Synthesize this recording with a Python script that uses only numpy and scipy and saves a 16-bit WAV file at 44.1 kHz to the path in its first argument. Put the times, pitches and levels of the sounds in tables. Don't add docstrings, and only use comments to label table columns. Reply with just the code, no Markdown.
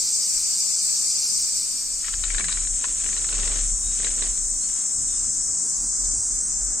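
import sys
import numpy as np
from scipy import signal
from scipy.fft import rfft, irfft
from scipy.io import wavfile
from scipy.ndimage import uniform_filter1d

SR = 44100
rng = np.random.default_rng(int(sys.argv[2]) if len(sys.argv) > 2 else 0)


def volts(x):
    e = np.asarray(x, float) / 20
    return 10 ** e


def to_wav(s):
    ch = np.atleast_2d(s).T
    pcm = np.round(np.clip(ch, -1, 1) * 32767)
    wavfile.write(sys.argv[1], SR, pcm.astype(np.int16))


N = 299880
T = np.arange(N) / SR

# (time [s], share of the table [0-1], share of the clearing [0-1])
DISSOLVE = [
    (0, 1, 0.049),
    (1.4, 1, 0.27),
    (1.9, 0.58, 0.29),
    (2.4, 0.0097, 0.53),
    (6.8, 0.013, 0.96),
]


def table():
    # (time [s], level [dB])
    effort = [
        (0, -25),
        (1.4, -24.5),
        (2.4, -27.5),
    ]
    # (frequency [Hz], level [dB per Hz])
    chorus_colour = [(1760, -64.5), (3000, -60), (3540, -28), (4780, -8.5), (5230, -14.5), (5680, -9),
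                     (6740, -6), (7070, -3), (7580, -2), (8000, -1), (8810, -5.5), (10000, -27),
                     (12900, -24), (14700, -32), (15500, -31.5)]
    # (frequency [Hz], level [dB per Hz])
    air_colour = [(12, -40), (20, -5), (40, 0), (59, -29), (92, -40), (119, -18), (161, -6.5), (787, -18.5),
                  (936, -17.5), (1160, -14), (1920, -15.5), (2330, -11), (3600, -16.5), (4680, -41),
                  (7920, -120)]
    # (frequency [Hz], likeness [0-1])
    likeness = [(60, 0.61), (100, 0.24), (180, 0.25), (310, 0.028), (550, 0.14), (950, 0.48), (1650, 0.13),
                (2860, 0.12), (4970, 0.14), (6800, 0.18), (7100, 0.77), (15000, 0.36)]
    # (body [Hz], width [Hz], clicks [per s], evenness [0-1], throbs [per s],
    # first throb [s], throb depth [dB], level [dB])
    singers = [
        (5490, 230, 80, .02, 13.5, 0.084, 19, -37.5),
        (2375, 65, 140, 0.4, 13.5, 0.048, -6, -59),
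        (7750, 900, 160, 0, 29, 0.057, 7.5, -33),
    ]
    surging_singers = [
        (4596, 270, 100, 0.83, 11, 0.083, 3.5, -39),
        (5080, 250, 130, 0.52, 14, 0.12, -9, -35.5),
        (5950, 1470, 230, 0.24, 11, 0.062, 1.5, -29),
    ]
    # (start [s], end [s], level [dB])
    surges = [(0.06, 0.15, -29), (0.237, 0.257, -28.5), (.38, .43, -31), (0.548, 0.622, -30),
              (0.76, 0.803, -30), (0.971, 0.983, -28), (1.12, 1.119, -27), (1.194, 1.305, -28.5),
              (1.387, 1.444, -30), (1.605, 1.651, -30), (1.768, 1.854, -33), (1.917, 1.944, -33.5)]
    chorus = volts(curve(effort) + 2.0) * crowd(chorus_colour, likeness, patchy_db=1.4)
    air = volts(-47) * crowd(air_colour, likeness, patchy_db=1.0)
    surge = swells(*np.transpose(surges), rise_db_per_s=87, fall_db_per_s=302).max(1)
    surge = smooth(np.maximum(surge, volts(-35)))
    surging = volts(29.5) * surge * sum(singer(*row) for row in surging_singers)
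    return chorus + air + surging + sum(singer(*row) for row in singers)


def clearing():
    # (time [s], level [dB])
    effort = [
        (1.4, -60),
        (1.91, -23.5),
        (4.0, -25.5),
        (6.3, -28),
        (6.8, -30.5),
    ]
    # (frequency [Hz], level [dB per Hz])
    chorus_colour = [(2060, -48.5), (3500, -36.5), (4840, -26), (5110, -21), (5550, -19), (6160, -8),
                     (6800, -2.5), (7150, -3), (7610, -1.5), (8620, -6), (9470, -19), (10500, -30.5),
                     (11200, -55.5), (12700, -41.5), (14500, -38), (15500, -35.5)]
    # (frequency [Hz], level [dB per Hz])
    air_colour = [(35, -15), (60, -31), (114, -8.5), (267, -3.5), (381, -18), (417, -12), (563, -16.5),
                  (960, -15), (1210, -13.5), (1370, -14), (2420, -22.5), (2890, -27), (4200, -36.5),
                  (5460, -55), (9240, -120)]
    # (frequency [Hz], likeness [0-1])
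    likeness = [(60, 0.87), (100, 0.41), (180, 0.71), (310, 0.59), (550, 0.25), (950, 0.33), (1650, 0.18),
                (2860, 0.24), (4970, 0.085), (6800, 0.2), (7100, 0.99), (15000, 1)]
    # (body [Hz], width [Hz], clicks [per s], evenness [0-1], throbs [per s],
    # first throb [s], throb depth [dB], level [dB])
    singers = [(6160, 100, 145, .1, .16, 3.4, 12, -40), (6350, 220, 139, .1, .16, 5.9, 12, -39),
               (5540, 170, 85, .1, .2, 3.4, 14, -46), (5200, 260, 78, .1, .13, 5.6, 14, -49),
               (5890, 90, 110, .1, .2, 5.9, 8, -45), (5700, 700, 110, .2, .2, 5.9, 14, -41),
               (7600, 900, 96.7, .3, 9.9, .05, 3, -33), (8000, 900, 118, .3, 27.5, .02, 3, -34),
               (4800, 500, 95, .2, .22, 5.88, 30, -54)]
    chorus = volts(curve(effort) + 4.5) * crowd(chorus_colour, likeness, patchy_db=0.3)
    air = volts(-47) * crowd(air_colour, likeness, patchy_db=1.56)
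    return chorus + air + sum(singer(*row) for row in singers)


def crowd(colour, same, patchy_db):
    # (frequency [Hz], left minus right [dB])
    pair_lean = [(60, 0.5), (150, -1), (380, -1.5), (950, 1), (2380, 6), (5980, 1.5), (15000, 0.5)]
    hz = np.fft.rfftfreq(1024, 1 / SR)
    a, b, c, d, patches = rng.standard_normal((N // 256 + 5, 513, 5)).T
    patches = uniform_filter1d(patches, size=10, axis=0)
    patches = evened(uniform_filter1d(patches, size=12, axis=1))
    like = np.clip(read(same, hz), 0, 1)[:, None]
    left = a + 1j * b
    right = like * left + np.sqrt(1 - like ** 2) * (c + 1j * d)
    z = np.array([left, right])
    z *= volts(read(colour, hz)[:, None] + patchy_db * patches)
    z *= volts(np.array([.5, -.5])[:, None, None] * read(pair_lean, hz)[:, None])
    return evened(signal.istft(z, nperseg=1024, noverlap=768)[1][:, :N])


def singer(hz, width, clicks, even, throbs, first, depth_db, db):
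    pace = clicks * (1 + .003 * evened(uniform_filter1d(rng.standard_normal(N), size=8000)))
    turns = np.cumsum(pace) / SR
    snaps = evened(np.diff(np.floor(turns), prepend=0))
    buckling = 0.56 + np.exp(-(turns % 1) / 0.93)
    near, side = buckling * rng.standard_normal((2, N))
    drive = even * snaps + (1 - even) * near + 0.62 * np.array([side, -side])
    pump = volts(depth_db / 2 * np.cos(2 * np.pi * throbs * (T - first)))
    song = evened(pump * resonate(drive, hz, 0.75 * width))
    return volts(db) * song * volts(np.array([[1.], [-1.]]) * 0.56)


def grip():
    # (time [s], peak [dB], main ring [Hz], bright snap [dB])
    first_squeeze = [(2.043, -38, 1920, -29), (2.0815, -31, 1340, -12), (2.138, -31, 1890, -9),
                     (2.2376, -27.5, 1610, 0), (2.3024, -28.5, 2250, -12), (2.3453, -27, 1740, -5),
                     (2.382, -25.5, 1830, -4), (2.3959, -29, 1150, -23), (2.4069, -28, 2265, -16),
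                     (2.4419, -27.5, 2020, -2), (2.483, -28, 1600, -12), (2.4935, -34, 1500, -10),
                     (2.5074, -33, 2410, 2), (2.517, -29, 2400, 8), (2.5256, -22, 2660, 12.5),
                     (2.5713, -33, 2000, -21), (2.614, -41, 1660, -8), (2.648, -40, 2400, -5),
                     (2.6716, -35, 2030, 0), (2.8405, -28.5, 1050, -7)]
    second_squeeze = [(3.0092, -40.5, 1280, -21), (3.0423, -37, 1680, -19), (3.0628, -31, 2920, -9),
                      (3.0889, -35, 1940, -11), (3.1225, -49, 2130, -12), (3.1273, -35.5, 2380, -12),
                      (3.1662, -31.5, 1960, -1), (3.1754, -34.5, 2664, 7), (3.2435, -31, 1290, -9),
                      (3.2889, -31, 1990, 4), (3.3264, -32.5, 1600, -10), (3.387, -37, 1100, -10),
                      (3.4311, -32, 2680, -14), (3.4766, -30.5, 2700, 1), (3.4837, -41, 2280, 2),
                      (3.5154, -37, 1700, -11), (3.5583, -36, 2630, -8)]
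    third_squeeze = [(3.9646, -47, 2500, 0), (4, -33, 1330, -19), (4.0322, -36.5, 2030, -12),
                     (4.0449, -28, 2670, 4), (4.0679, -31, 1960, -11), (4.1131, -37, 2356, -3),
                     (4.178, -39, 1820, -15), (4.2222, -27, 2680, 4), (4.2438, -38, 1334, -16),
                     (4.256, -45, 2118, -1), (4.2695, -43, 2090, -4), (4.3763, -37.5, 3600, 12),
                     (4.81, -42, 3090, 6), (6.0519, -41, 3900, 17)]
    # (slips, time to fall 60 dB [s], low knock [dB])
    squeezes = [(first_squeeze, 0.034, -29), (second_squeeze, 0.018, -12), (third_squeeze, 0.0087, -9.5)]
    # (start [s], end [s], level [dB], low part [dB])
    strokes = [(2.067, 2.072, -43.5, -58), (2.273, 2.582, -46, -52.5), (2.41, 2.42, -55, -43.5),
               (2.843, 2.891, -47.5, -50.5), (3.017, 3.31, -47.5, -52.5), (3.35, 3.572, -42.5, -43),
               (4.047, 4.077, -43.5, -43.5), (4.234, 4.254, -45.5, -44.5), (4.709, 4.802, -53, -81),
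               (5.103, 5.24, -57.5, -58)]
    # (frequency [Hz], level [dB per Hz])
    rub_colour = [(530, -37), (900, -13), (1180, -2), (1780, -0.5), (2350, 0.5), (2680, 0.5), (4870, 1),
                  (5500, 0.5), (7150, -21), (12100, -120)]
    creaks = np.zeros(N)
    for slips, t60, low_db in squeezes:
        for s, *row in slips:
            add(creaks, s, slip(*row, t60, low_db))

    grit = rng.standard_normal((2, N)) * volts(5.7 * np.minimum(rng.exponential(1, (2, N)), 5))
    hz = np.fft.rfftfreq(N, 1 / SR)
    start, end, db, low_db = np.transpose(strokes)
    slide = swells(start, end, db + 3.5, rise_db_per_s=65.5, fall_db_per_s=91)
    press = volts(low_db - 1.0) * (slide / volts(db + 6.5)) ** 1.65
    rub = smooth(slide.max(1)) * evened(irfft(rfft(grit[0]) * volts(read(rub_colour, hz)), N))
    low = smooth(press.max(1)) * evened(resonate(grit[1], 340, 710))

    left = creaks + rub * np.clip((T - 1.95) / 0.14, 0, 1)
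    around = rng.standard_normal(600) * np.exp(-np.arange(600) / 1900.0)
    around /= np.linalg.norm(around)
    far_side = left * (1 + 1.5 * evened(uniform_filter1d(rng.standard_normal(N), size=400)))
    right = 0.16 * left + 0.36 * signal.oaconvolve(far_side, around)[:N]
    return np.array([volts(4.0) * left, right]) + volts(2.5) * pan(low, lean_db=5.0)


def slip(db, hz, bright_db, t60, low_db):
    # (frequency [Hz], level [dB])
    shell = [(1050, -37.5), (1240, -7), (1600, -10), (1880, -11), (2220, -0.5), (3000, -7.5), (3680, 3.5),
             (4060, 3.5), (4620, 0.5)]
    scrape_s = 0.0015
    t = np.arange(1600) / SR
    scrape = rng.standard_normal(len(t)) * t / scrape_s * np.exp(1 - t / scrape_s)
    scrape[30] += 10.5
    longer, *colour = rng.standard_normal(1 + len(shell))
    rings = [(hz, 2.5)]
    for (ring_hz, ring_db), c in zip(shell, colour):
        rings.append((ring_hz, ring_db + 2.0 * c + bright_db * (ring_hz > 2600)))
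    ringing = sum((-1) ** k * volts(d) * np.sin(2 * np.pi * f * t) for k, (f, d) in enumerate(rings))
    ringing = ringing * volts(-60 * t / (t60 * volts(1.2 * longer)))
    body = evened(signal.fftconvolve(scrape, ringing)[:len(t)])
    body += 1.27 * evened(resonate(scrape, 1820, 1550))
    body += volts(bright_db - 4.0) * evened(resonate(scrape, 4100, 1700))
    knock = np.sin(2 * np.pi * 450 * t) * volts(low_db - 60 * t / 0.016)
    return volts(db + 7.5) * (body / abs(body).max() + knock)


def mount():
    # (start [s], end [s], level [dB], pitch [Hz])
    pushes = [(0, 0.027, -50.5, 33.8), (0.368, 0.407, -50, 34.7), (.95, 1.2, -58, 38.3),
              (1.387, 1.427, -50.5, 38), (1.55, 1.799, -55, 35.1), (1.925, 1.984, -43.5, 32.87),
              (2.149, 2.39, -33.5, 32.76), (2.456, 2.754, -34, 33.27), (2.918, 3.283, -38.5, 34.04),
              (3.362, 3.744, -30, 34.54), (3.802, 3.907, -31.5, 34), (3.998, 4.226, -36.5, 32.52),
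              (4.3, 4.308, -31, 32.5), (4.389, 4.46, -35.5, 28.5), (4.523, 4.565, -37.5, 29.34),
              (4.714, 4.744, -46, 29.7), (5.078, 5.144, -41, 33.76), (5.2, 5.25, -41.5, 33.8),
              (5.386, 5.406, -42, 30.8), (5.793, 5.914, -41, 36.87), (6.05, 6.134, -35, 37.06),
              (6.32, 6.358, -36, 37.3), (6.496, 6.567, -41, 36.4), (6.63, 6.704, -37, 39)]
    # (start [s], end [s], level [dB])
    jolts = [(4.3, 3.4, -44), (4.58, 4.24, -38), (4.965, 5.01, -35), (5.277, 5.301, -39.5),
             (5.5, 5.513, -39.5), (5.852, 5.7, -44), (6.2, 6.17, -28)]
    start, end, db, hz = np.transpose(pushes)
    swaying = swells(start, end, db, rise_db_per_s=170, fall_db_per_s=230)
    level = smooth(swaying.max(1))
    pitch = smooth(swaying @ hz / swaying.sum(1))
    turn = 2 * np.pi * np.cumsum(pitch) / SR
    sway = np.sqrt(2) * level * (np.sin(turn) + 0.077 * np.sin(2 * turn + 0.5))
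    wobble = 0.51 * level * evened(resonate(rng.standard_normal(N), 26.4, 29))
    shudder = evened(resonate(rng.standard_normal(N), 38, 64))
    jolt = smooth(swells(*np.transpose(jolts), rise_db_per_s=247, fall_db_per_s=247).max(1))
    shaken = sway + wobble + (volts(-18.5) * level + volts(-7.0) * jolt) * shudder
    return pan(shaken, lean_db=1.5)


def bird():
    # (start [s], length [s], from [Hz], furthest [Hz], share of an arch [0-1], level [dB])
    chirps = [(2.485, .1, 3680, 3950, .75, -45), (2.59, .05, 3850, 4050, .5, -53),
              (3.11, .1, 4250, 4500, .5, -52.5), (3.828, .125, 3680, 3830, .7, -52.5),
              (4.232, .035, 4480, 4580, .6, -53), (4.318, .1, 3850, 4320, .55, -57),
              (4.51, .06, 4300, 4380, .6, -59), (4.606, .07, 3760, 4390, .8, -49.5),
              (5.055, .04, 4500, 4000, .5, -60), (5.08, .035, 3560, 3660, .6, -57),
              (5.122, .03, 3700, 3560, .5, -56), (5.155, .03, 3500, 3700, .5, -61),
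              (5.07, .03, 4100, 3950, .5, -62)]
    out = np.zeros(N)
    for start, length, from_hz, to_hz, arch, db in chirps:
        u = np.arange(0, 1, 1 / (SR * length))
        hz = from_hz + (to_hz - from_hz) * np.sin(arch * np.pi * u ** .75)
        tone = np.sqrt(2) * np.sin(2 * np.pi * np.cumsum(hz) / SR)
        add(out, start, tone * volts(db + 1 - 2.5 * u) * signal.windows.tukey(len(u), .25))
    out *= 1 + .3 * evened(uniform_filter1d(rng.standard_normal(N), size=90))
    trees = rng.standard_normal(6000) * volts(-60 * np.arange(6000) / SR / .15)
    wash = signal.oaconvolve(out, trees / np.linalg.norm(trees))[:N]
    return pan(out + volts(-6) * wash, lean_db=8)


def hums():
    # (start [s], end [s], pitch [Hz], level [dB])
    low_tones = [
        (2.377, 2.528, 171.3, -47),
        (3.001, 3.903, 130, -53.5),
        (5.052, 6.004, 149, -58.5),
    ]
    out = np.zeros(N)
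    for start, end, hz, db in low_tones:
        t = np.arange(start, end, 1 / SR)
        add(out, start, volts(db) * np.sin(2 * np.pi * hz * t) * signal.windows.tukey(len(t), .6))
    return pan(out, lean_db=-7.5)


def next_place():
    # (start [s], centre [Hz], width [Hz], level [dB])
    murmur = (6.5, 491, 399, -52)
    start, hz, width, db = murmur
    air = [evened(resonate(x, hz, width)) for x in rng.standard_normal((2, N))]
    return volts(db) * np.array(air) * np.clip((T - start) / (T[-1] - start), 0, 1)


def evened(x):
    return x / np.sqrt(np.mean(x ** 2) + 1e-20)


def read(points, hz):
    f, value = np.transpose(points)
    return np.interp(np.log(hz + 1), np.log(f + 1), value)


def curve(rows, axis=1):
    rows = np.array(rows)
    return np.interp(T, rows[:, 0], rows[:, axis])


def swells(start, end, db, rise_db_per_s, fall_db_per_s):
    t = T[::100, None]
    early, late = np.maximum(start - t, 0), np.maximum(t - end, 0)
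    return volts(db - rise_db_per_s * early - fall_db_per_s * late)


def smooth(slow):
    return np.interp(T, T[::100], slow)


def add(mix, s, sound):
    part = mix[round(s * SR):][:len(sound)]
    part += sound[:len(part)]


def resonate(x, hz, width):
    peak = signal.iirpeak(hz, hz / width, SR)
    return signal.lfilter(*peak, signal.lfilter(*peak, x))


def pan(x, lean_db):
    return x * volts(np.array([[lean_db / 2], [-lean_db / 2]]))


def scene():
    places = curve(DISSOLVE) * table() + curve(DISSOLVE, axis=2) * clearing() + next_place()
    return places + mount() + hums() + grip() + bird()


def joined(z, hz, t):
    # (time [s], frequency [Hz])
    joint_from = [(0, 6890), (1.72, 6890), (1.74, 6300), (5.6, 6300), (5.62, 6890)]
    # (frequency [Hz], usual lean [dB], spread [dB])
    joint_lean = [(4500, 1.5, 1.5), (6500, 3.2, 1.8), (7200, 2.4, 1.5), (8600, 2, 2.5), (9600, 1, 1.6),
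                  (10300, .1, .35), (15600, 0, .3)]
    # (start [s], end [s], share of the lean left [0-1])
    squeezed = [(.05, .125, 0), (.22, .26, .5), (.39, .43, .5), (.55, .59, 0), (.76, .8, .5),
                (.96, .99, .5), (1.09, 1.12, .5), (1.2, 1.285, 0), (1.385, 1.425, 0), (1.59, 1.64, .5),
                (2.9, 2.93, .3), (5.55, 5.575, .4), (5.64, 5.67, .4), (5.765, 5.885, 0), (6.14, 6.3, 0),
                (6.41, 6.485, 0), (6.6, 6.63, 0)]
    # (time [s], length [s], low edge [Hz], high edge [Hz])
    inverted = [(.065, .05, 8300, 10300), (1.25, .05, 7600, 10300), (1.393, .03, 7600, 8270),
                (5.79, .065, 8300, 9600), (6.23, .02, 6900, 7600), (6.45, .055, 6900, 7600),
                (6.42, .045, 9000, 9600), (.232, .025, 9000, 9600), (.488, .025, 9000, 9600),
                (1.17, .03, 9000, 9600), (4.226, .025, 9000, 9600), (5.968, .025, 9000, 9600)]
    # (time [s], stray [spreads])
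    flip_rarity = [
        (0, .95),
        (1.9, 1.05),
        (2.3, 1.5),
    ]
    band = (hz / 689).astype(int)
    drifts = rng.standard_normal((2, band[-1] + 1, len(t)))
    lean, flip = (evened(uniform_filter1d(v, size=3, axis=1))[band] for v in drifts)
    usual_db, spread_db = (read(np.array(joint_lean)[:, [0, k]], hz)[:, None] for k in (1, 2))
    step_db = 1.5
    lean_db = step_db * np.round((usual_db + spread_db * lean) / step_db)
    from_hz = np.interp(t, *np.transpose(joint_from))
    for start, end, left in squeezed:
        short = (t > start) & (t < end)
        from_hz = np.where(short, 4500, from_hz)
        lean_db = lean_db * np.where(short, left, 1)
    mid = z.mean(0)
    leaning = mid * np.tanh(lean_db * np.log(10) / 40)
    side = np.where(hz[:, None] > from_hz, leaning, z[0] - mid)
    flipped = (flip > np.interp(t, *np.transpose(flip_rarity))) & (hz[:, None] > 9600)
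    for s, length, low_hz, high_hz in inverted:
        flipped = flipped | np.outer((hz > low_hz) & (hz < high_hz), abs(t - s) < length / 2)
    mid, side = np.where(flipped, side, mid), np.where(flipped, mid, side)
    return np.array([mid + side, mid - side])


def low_pass(x):
    return signal.sosfilt(signal.butter(12, 15620, fs=SR, output="sos"), x)


def record(dry):
    # (frequency [Hz], at the table [dB under mean], in the clearing [dB under mean])
    hidden = [(860, -31.5, -34), (1600, -20, -28), (2970, -21.5, -27), (4500, -19.5, -22.5),
              (5200, -35, -37), (8950, -19, -16.5), (11700, -17.5, -17), (10700, -25, -29.5),
              (12600, -17, -30), (15000, -29, -26.5), (15600, -23.5, -23)]
    lead = 864
    frame = dict(fs=SR, window="cosine", nperseg=2048, noverlap=1024)
    hz, t, z = signal.stft(np.pad(dry, [(0, 0), (lead, 0)]), **frame)
    t = t - lead / SR
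    band = np.floor(np.cumsum(hz[1] / np.clip(0.026 * hz, 86, 690))).astype(int)
    edges = np.flatnonzero(np.diff(band, prepend=-1))
    power = (abs(z) ** 2).mean(0) + 1e-20
    power /= power.mean(0)
    band_db = 10 * np.log10(np.add.reduceat(power, edges) / np.bincount(band)[:, None])
    at_table = np.interp(t, T, curve(DISSOLVE))
    table_db, clearing_db = (read(np.array(hidden)[:, [0, k]], hz) for k in (1, 2))
    hidden_db = np.outer(table_db, at_table) + np.outer(clearing_db, 1 - at_table)
    budget_db = 2.6 * evened(uniform_filter1d(rng.standard_normal(band_db.shape), size=2, axis=1))
    z = z * ((band_db + budget_db)[band] > hidden_db)
    z = z * (power > volts(2 * hidden_db - 2.5))
    z = joined(z, hz, t)
    return low_pass(signal.istft(z, **frame)[1][:, lead:lead + N])


dry = scene()
out = record(dry)
to_wav(out)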